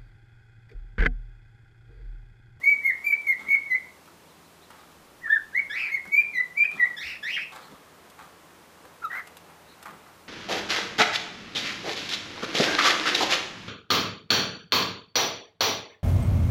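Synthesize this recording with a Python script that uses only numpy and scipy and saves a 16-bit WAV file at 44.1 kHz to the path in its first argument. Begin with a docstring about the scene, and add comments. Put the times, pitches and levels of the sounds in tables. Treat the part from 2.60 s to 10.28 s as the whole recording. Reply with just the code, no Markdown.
"""A cockatiel sings in a wire cage on a patio: two runs of arched whistles, rasping warbles and a low chirp.
A vibrating membrane in its syrinx gives a nearly pure tone, which turns rough when the motion is chaotic.
Claws tick on the bars, birds shuffle on a resonant wooden nest box, and there are soft thuds.
Floor, box and house wall reflect the sound, over distant chirps, quiet outdoor air,
the hum of a pool pump and faint gusts."""
import sys
import numpy as np
from scipy import signal
from scipy.fft import rfft, irfft
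from scipy.io import wavfile

SR = 44100
rng = np.random.default_rng(int(sys.argv[2]) if len(sys.argv) > 2 else 0)


def unload_wav(signal):
    """Save mono or channel-first audio to the path in sys.argv[1] as 16-bit WAV at rate SR, clipped to [-1, 1]."""
    wavfile.write(
        sys.argv[1],
        SR,
        np.round(np.clip(np.atleast_2d(signal).T, -1, 1) * 32767).astype(np.int16),
    )


N = 338688
TIME = np.arange(N) / SR

# whistled notes: t/s, length/s, f/Hz, glide/semitones, scoop/semitones, flick/semitones,
# loudest point/share of length, level/dB, overtones/dB, beak lift at 12 kHz/dB, flutter depth/1
WHISTLES = [ (0.027, 0.12, 2265, 1.08, -0.2, -1.94, 0.56, -13.5, -47, -8, 0),
            (0.23, 0.084, 2155, -0.3, -0.5, -4, 0.6, -16.5, -55, 4.5, 0),
            (0.435, 0.11, 2333, -0.53, -0.7, -0.7, .68, -15, -46, -3.5, 0.1),
            (0.662, 0.076, 2141, -0.74, 1, -2.4, 0.53, -18, -52, 0.5, 0.02),
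            (0.878, 0.088, 2215, -0.34, -0.2, -.2, 0.6, -12.5, -49, -4.5, 0.06),
            (1.094, .067, 1972, -0.3, 1.7, 3, 0.61, -19.5, -51, -9.5, 0.07),
            (2.628, 0.058, 1804, -2.3, 0.9, -1, .55, -28, -82, -5, 0.26),
            (2.69, .086, 1797, 0, -2.5, -4, 0.51, -15, -58, -6.5, .01),
            (2.942, .068, 2188, 3, -2.5, -2.0, 0.5, -18, -52, -10.5, 0.14),
            (3.309, 0.071, 2211, 0.2, -1, -3, 0.64, -21, -46.5, -14, 0.04),
            (3.513, 0.12, 2340, 2.13, 0.5, -0.6, .55, -15, -45, -9, 0.2),
            (3.726, 0.093, 1974, -0.2, 4, 0.8, 0.76, -20, -46, -19, 0.09),
            (3.968, 0.094, 2388, 1.14, -0.5, 0.5, .52, -13.5, -42, -18, 0.27),
            (4.19, .076, 1920, -0.5, 1.1, 3.5, 0.48, -16, -55.5, -8, 0.05),
            (6.433, 0.037, 1272, -2.1, 1.5, 0.3, 0.41, -22, -55, -8, 0.06), ]
# rasped notes: t/s, length/s, start f/Hz, top f/Hz, end f/Hz, top/share of length, clean/share of length,
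# level/dB, swell/dB, overtones/dB, hoarse air/dB, warble rate/Hz, warble/share of f, chaos/share of f
RASPS = [ (3.093, 0.22, 1620, 2464, 1992, .5, 0.22, -27.5, 5.5, -42, -51.5, 119.2, 0.06, 0.053),
         (4.362, 0.21, 1657, 2490, 2234, .54, 0.236, -33.5, 5, -38.5, -57, 46.4, 0.186, 0.037),
         (4.624, 0.16, 1630, 2806, 2070, .78, 0.3, -30, -0.5, -39, -79, 100.8, 0.1, 0.066),
         (4.756, 0.097, 2037, 2507, 2350, .68, .05, -31.5, -5, -45.5, -71, 90.1, 0.15, 0.046),
         (6.496, .122, 1826, 2105, 1470, 0.73, 0.039, -33, -0.5, -59, -39, 41.8, 0.043, .008), ]
# throat and beak response for the overtones of whistles and of rasps: f/Hz, gain/dB
WHISTLE_TRACT = [(2600, -0.5), (3600, 15.5), (4000, -0.5), (4350, -5), (4800, -7.5), (6800, -5),
                 (9000, -19), (11700, 2.5), (13800, 2), (15200, -12)]
RASP_TRACT = [(3400, 6.5), (4200, -4.5), (5500, -5.5), (6400, -16.5), (9000, -25), (14000, -24)]
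# spectrum of the hoarse breath: f/Hz, relative level/dB
BREATH_SPECTRUM = [(400, -37), (750, -15.5), (1000, -19), (1350, -5), (1650, -9), (2200, -19.5),
                   (2800, -31), (8000, -42.5), (15000, -35)]
# impacts of claws and beaks on bars and box: t/s, wire level/dB, cage level/dB
TICKS = [(0.614, -53, -65), (0.668, -48, -48.5), (1.456, -52.5, -70), (1.475, -60, -47),
         (2.103, -48.5, -38), (3.452, -51, -40), (3.474, -50, -59), (4.112, -47, -41), (5.499, -48.5, -67),
         (6.252, -53, -47), (6.427, -58, -40), (6.671, -44, -42), (6.768, -42.5, -45.5),
         (6.898, -58, -43.5), (7.226, -41.5, -45), (7.258, -60, -38.5), (7.461, -62, -42.5),
         (7.484, -62, -47)]
# spectra of the struck wire and of the cage body: f/Hz, relative level/dB
WIRE_SPECTRUM = [(1500, -19), (2600, 9), (4200, 5.5), (7000, 2), (12500, 2.5), (15000, -10)]
CAGE_SPECTRUM = [(300, -14), (800, 4.5), (1350, 11), (2100, 2), (3500, -27.5)]
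# scrapes on the nest box: t/s, box level/dB, rise/s, decay time constant/s, rustle level/dB
SHUFFLES = [(0.771, -50.5, 0.032, 0.097, -56.5), (2.098, -54, 0.045, 0.15, -62),
            (4.121, -49, 0.018, 0.18, -57), (4.92, -44, 0.0033, 0.12, -51.5),
            (5.571, -46.5, 0.025, 0.064, -58), (7.255, -38, 0.0027, 0.047, -56)]
# spectra of the hollow box and of feathers: f/Hz, relative level/dB
BOX_SPECTRUM = [(200, -22), (450, -6), (720, -4), (860, 4.5), (990, -5), (1190, 7), (1500, -3.5),
                (2300, -8.5), (4000, -27)]
FEATHER_SPECTRUM = [(1500, -48.5), (3300, 9), (5500, -3.5), (7500, -1.5), (10000, -11.5), (14000, -9.5)]
# soft thuds, and at 4.43 s a low lump of the gust: t/s, level/dB, f/Hz, length/s
BUMPS = [(0.773, -56, 191, 0.14), (4.431, -60, 79, 0.072), (5.102, -52, 238, 0.054),
         (3.453, -53, 202, 0.041), (3.618, -63, 210, 0.17), (4.13, -53, 230, 0.07),
         (6.241, -50.5, 520, 0.027), (7.267, -57, 197, 0.13)]
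# early reflections from floor, box and walls: delay/s, gain/1
ECHOES = [(.0032, -0.27), (.0085, -0.74), (.013, 0.016), (.019, 0.22), (.026, 0.32)]
# reverberation time of the patio: f/Hz, T60/s
PATIO_T60 = [(200, 0.62), (1200, 0.16), (2200, 0.36), (4500, 0.33), (12000, 0.1)]
# reflected share, which drops as the listener nears the cage: t/s, gain/dB
REFLECTED_GAIN = [(4.9, 0), (6.2, -4)]
# chirps of small distant birds: t/s, level/dB, f/Hz, length/s
FAR_CHIRPS = [(1.69, -62.5, 3900, 0.04), (1.835, -62, 4050, 0.035), (2.015, -56.5, 3870, 0.045),
              (5.012, -55, 4100, 0.063), (7.062, -55.5, 3940, 0.1)]
# spectra of still air and of a far-off wash: f/Hz, relative level/dB
AIR_SPECTRUM = [(15, -75.5), (25, -30.5), (65, -12.5), (135, -9), (167, -5), (271, -7.5), (309, -5),
                (488, -8.5), (769, -10.5), (1060, -9.5), (1420, -14), (2020, -16), (2300, -16.5),
                (15000, -26.5)]
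WASH_SPECTRUM = [(150, -10), (450, 7.5), (1200, 7.5), (2200, -0.5), (4200, -12.5), (8000, -44)]
# slow course of the wash: t/s, level/dB
WASH_LEVEL = [(0, -61), (2.5, -62), (4.5, -60), (5.4, -57.5), (6.3, -58), (7.4, -54.5), (7.68, -60)]
# harmonics of the pump: t/s, fundamental level/dB, octave level/dB
PUMP_LEVELS = [(0, -70, -86), (1.6, -71, -66.5), (3.2, -70, -72.5), (3.8, -74.5, -69), (7.68, -69.5, -70)]
# gusts on the microphone: t/s, level/dB, half length/s
GUSTS = [(0.261, -67.5, 0.23), (2.85, -69.5, 0.57), (4.465, -65, .04)]
# spectrum of their rumble: f/Hz, relative level/dB
GUST_SPECTRUM = [(12, 1), (35, 0.5), (70, -3), (130, -21.5), (500, -64.5)]

BAND_LIMIT_HZ = 15150
LEAD_S, LEAD_DB, LEAD_SEMITONES = .022, -17.5, -3.5  # a faint, lower tone leads into each whistle
SCOOP_S, FLICK_S = .012, .01015  # time constants of settling on a note and of leaving it
ATTACK_S, RELEASE_S = .016, .0063  # the membrane starts and stops
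SWELL_DB_PER_S, FADE_DB_PER_S = 166, 220  # before and after a whistle's loudest point
OVERTONE_ARCH_DB, OVERTONE_PEAK = 33.5, .43  # curvature of the overtone level; peak/share of length
FLUTTER_HZ, FLUTTER_LEAD_S, FLUTTER_HALF_S = 560, .015, .008  # the membrane flutters just before it shuts


def syrinx(hz, level_db, overtones_db, tract):
    """Source and filter: a membrane gives a tone whose weak harmonics are shaped by throat and beak."""
    phase = 2 * np.pi * np.cumsum(hz) / SR
    k = np.arange(2, 11)[:, None]
    gains = amp(spectrum_at(tract, k * hz)) * (k * hz < BAND_LIMIT_HZ)
    overtones = (gains * np.sin(k * phase)).sum(0)
    return amp(level_db) * np.sin(phase) + amp(overtones_db) * overtones


def whistle(length, note_hz, glide, scoop, flick, peak, level_db, overtones_db, lift_db, flutter,
            jitter=.0088, waver_db=1.87, upper_side=.27):
    """Periodic membrane vibration gives a clean, gliding note; closing flutter adds sidebands."""
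    t = np.arange(-LEAD_S, length, 1 / SR)
    sung, lead = np.maximum(t, 0), np.maximum(-t / LEAD_S, 0)
    semitones = LEAD_SEMITONES * lead + scoop * np.exp(-sung / SCOOP_S)
    semitones += glide * (sung / length - .5) + flick * np.exp((t - length) / FLICK_S)
    hz = note_hz * 2 ** (semitones / 12) * (1 + jitter * wander(100, len(t)))
    past_peak = sung - peak * length
    tone_db = level_db + np.minimum(SWELL_DB_PER_S * past_peak, -FADE_DB_PER_S * past_peak)
    tone_db += waver_db * wander(55, len(t))
    upper_db = overtones_db - OVERTONE_ARCH_DB * (t / length - OVERTONE_PEAK) ** 2
    upper_db += 2 * wander(70, len(t))
    tract = [(f, db + lift_db * np.clip((f - 4000) / 8000, 0, 1)) for f, db in WHISTLE_TRACT]
    lead_in = amp(LEAD_DB) * gate(t + LEAD_S, ATTACK_S, RELEASE_S)
    opening = np.maximum(gate(t, ATTACK_S, RELEASE_S), lead_in)
    tone = opening * syrinx(hz, tone_db, upper_db, tract)
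    depth = flutter * np.exp(-((length - FLUTTER_LEAD_S - t) / FLUTTER_HALF_S) ** 2)
    flutter_hz = FLUTTER_HZ * (1 + .35 * wander(190, len(t)))
    beat = np.exp(2j * np.pi * np.cumsum(flutter_hz) / SR)
    # pitch and amplitude shake together, so the lower sideband is the stronger
    sidebands = (1 - upper_side) / beat + upper_side * beat
    return (signal.hilbert(tone) * (1 + depth * sidebands)).real


def rasp(length, start_hz, top_hz, end_hz, top, clean, level_db, swell_db, overtones_db, hoarse_db,
         warble_hz, warble, chaos, climb_width=.56, break_s=.017,
         fade_db=9.5, overtone_swell_db=3.5, overtone_fade_db=18.5):
    """Fast warble and chaotic modulation roughen a note as it climbs and sags; breath adds noise."""
    t = np.arange(0, length, 1 / SR)
    progress = t / length
    climb = np.exp(-(np.minimum(progress / top - 1, 0) / climb_width) ** 2)
    sag = (np.maximum(progress - top, 0) / (1 - top)) ** 2
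    rough = np.maximum(.5 + .5 * np.tanh((t - clean * length) / break_s), .24)
    cycles = np.cumsum(warble_hz * (1 + .079 * wander(52.2, len(t)))) / SR
    swing = 2 * (abs(np.sin(np.pi * cycles)) - 2 / np.pi)  # round arches with sharp dips between
    hz = start_hz + (top_hz - start_hz) * climb + (end_hz - top_hz) * sag
    hz *= 1 + rough * (warble * swing + chaos * wander(400, len(t)))
    shimmer = 6 * chaos * wander(390, len(t))
    strength = unit(1 + rough * (shimmer + .12 * swing))  # loudest at the top of each swing
    tone_db = level_db - swell_db * (1 - climb) - fade_db * sag
    upper_db = overtones_db - overtone_swell_db * (1 - climb) - overtone_fade_db * sag
    tone = strength * syrinx(hz, tone_db, upper_db, RASP_TRACT)
    breath = rough * amp(hoarse_db) * noise(BREATH_SPECTRUM, len(t))
    breath *= unit(1 + .5 * wander(130, len(t)))
    return gate(t, attack_s=.013, release_s=.0073) * (tone + breath)


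def cockatiel():
    """The song is a superposition of whistles and rasps, each at its own onset."""
    out = np.zeros(N)
    for s, *note in WHISTLES:
        add(out, s - LEAD_S, whistle(*note))
    for s, *note in RASPS:
        add(out, s, rasp(*note))
    return out


def claw_ticks(rise_s=.002, wire_decay_s=.007, cage_decay_s=.006):
    """Impact excites the bright wire and the duller cage; damping makes both decay exponentially."""
    out, t = np.zeros(N), np.arange(4096) / SR
    for s, wire_db, cage_db in TICKS:
        snap = amp(wire_db) * noise(WIRE_SPECTRUM, len(t)) * np.exp(-t / wire_decay_s)
        knock = amp(cage_db) * noise(CAGE_SPECTRUM, len(t)) * np.exp(-t / cage_decay_s)
        add(out, s, np.minimum(t / rise_s, 1) * (snap + knock))
    return out


def box_shuffles(grain_db=3):
    """Uneven friction drives the resonances of the hollow box while feathers rustle."""
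    out, t = np.zeros(N), np.arange(16384) / SR
    for s, box_db, rise, decay, rustle_db in SHUFFLES:
        stroke = np.minimum(t / rise, 1) * np.exp(-np.maximum(t - rise, 0) / decay)
        grains = unit(amp(grain_db * wander(180, len(t))))
        wood = amp(box_db) * noise(BOX_SPECTRUM, len(t))
        feathers = amp(rustle_db) * noise(FEATHER_SPECTRUM, len(t))
        add(out, s, stroke * grains * (wood + feathers))
    return out


def bumps():
    """A short burst of low band noise with tapered ends is heard as a dull thud."""
    out = np.zeros(N)
    for s, level_db, hz, length in BUMPS:
        size = int(length * SR)
        thud = noise([(hz / 4, -20), (hz, 0), (hz * 2, -9), (hz * 8, -45), (hz * 20, -70)], size)
        add(out, s, amp(level_db) * thud * signal.windows.tukey(size, .5))
    return out


def patio(direct, tail_db=-9, build_s=.031):
    """Reflection adds a few near echoes, then a diffuse reverberant tail whose treble dies first."""
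    hz, t, spectra = signal.stft(rng.standard_normal(SR), SR, nperseg=256)
    decay = amp(-60 * t / spectrum_at(PATIO_T60, hz)[:, None])
    tail = signal.istft(spectra * decay, SR, nperseg=256)[1]
    tail *= 1 - np.exp(-(np.arange(len(tail)) / SR / build_s) ** 2)
    f = np.fft.rfftfreq(len(tail), 1 / SR)
    song_band = (f > 1500) & (f < 3000)
    response = amp(tail_db) * tail / np.sqrt(np.mean(abs(rfft(tail)[song_band]) ** 2))
    # the overtones beam forward from the beak, so the echoes carry little treble
    lowpass = np.hanning(11) / np.hanning(11).sum()
    for delay, gain in ECHOES:
        add(response, delay, gain * lowpass)
    reflected = signal.fftconvolve(direct * amp(curves(REFLECTED_GAIN)[0]), response)[:N]
    return direct + reflected


def far_birds(arch=.11, buzz=.052):
    """Fast random frequency modulation puts a buzz on each small arched chirp."""
    out = np.zeros(N)
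    for s, level_db, hz, length in FAR_CHIRPS:
        swell = np.sin(np.linspace(0, np.pi, int(length * SR)))
        pitch = hz * (1 + arch * (swell - .7) + buzz * wander(290, len(swell)))
        add(out, s, amp(level_db) * swell * np.sin(2 * np.pi * np.cumsum(pitch) / SR))
    return out


def outdoor_air(air_db=-54.5, waver_db=.51):
    """Two broadband noises add in power: steady air and a slowly swelling far-off wash."""
    air = amp(air_db) * noise(AIR_SPECTRUM, N)
    wash = noise(WASH_SPECTRUM, N) * amp(curves(WASH_LEVEL)[0] + waver_db * wander(6.1, N))
    return air + wash


def pool_pump(hum_hz=81.8, drift=.022):
    """Nearly periodic vibration gives a wavering fundamental and its octave."""
    phase = 2 * np.pi * np.cumsum(hum_hz * (1 + drift * wander(9.4, N))) / SR
    fundamental_db, octave_db = curves(PUMP_LEVELS)
    return np.sqrt(2) * (amp(fundamental_db) * np.sin(phase) + amp(octave_db) * np.sin(2 * phase))


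def gusts(waver_db=2):
    """Pressure fluctuations in moving air make a faint, lumpy rumble."""
    envelope = sum(amp(db) * np.exp(-((TIME - s) / half) ** 2) for s, db, half in GUSTS)
    return noise(GUST_SPECTRUM, N) * envelope * amp(waver_db * wander(8, N))


def amp(db):
    """Amplitude ratio of a level in decibels."""
    return 10 ** (np.asarray(db) / 20)


def unit(x):
    """Normalisation to rms 1."""
    return x / np.sqrt(np.mean(x ** 2) + 1e-20)


def spectrum_at(points, hz):
    """Interpolation on a logarithmic frequency axis."""
    f, value = np.transpose(points)
    return np.interp(np.log(hz + 1), np.log(f + 1), value)


def curves(rows):
    """Linear interpolation of each column of a time table over the scene."""
    times, *columns = np.transpose(rows)
    return [np.interp(TIME, times, column) for column in columns]


def add(mix, s, sound):
    """Superposition of a sound on the mix, starting at s seconds."""
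    part = mix[max(round(s * SR), 0):][:len(sound)]
    part += sound[:len(part)]


def noise(spectrum, size):
    """White noise filtered to the given spectrum, at rms 1."""
    gain = amp(spectrum_at(spectrum, np.fft.rfftfreq(size, 1 / SR)))
    return unit(irfft(rfft(rng.standard_normal(size)) * gain, size))


def wander(rate_hz, size):
    """Random fluctuation of rms 1, low-passed at the given rate."""
    f = np.fft.rfftfreq(size, 1 / SR)
    return unit(irfft(rfft(rng.standard_normal(size)) * (f > 0) / (1 + (f / rate_hz) ** 4), size))


def gate(t, attack_s, release_s):
    """Envelope with sine-squared attack and release."""
    ramp = np.clip(np.minimum(t / attack_s, (t[-1] - t) / release_s), 0, 1)
    return np.sin(np.pi / 2 * ramp) ** 2


def scene():
    """Sound pressures add: cage and far birds with their reflections, then the background."""
    cage = cockatiel() + claw_ticks() + box_shuffles() + bumps()
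    return (patio(cage + far_birds()) + outdoor_air() + pool_pump() + gusts())[None]


def record(dry):
    """A linear-phase low-pass filter limits the bandwidth."""
    lowpass = signal.firwin(511, BAND_LIMIT_HZ, window=("kaiser", 9), fs=SR)
    return signal.oaconvolve(dry, lowpass[None], "same")


dry = scene()
out = record(dry)
unload_wav(out)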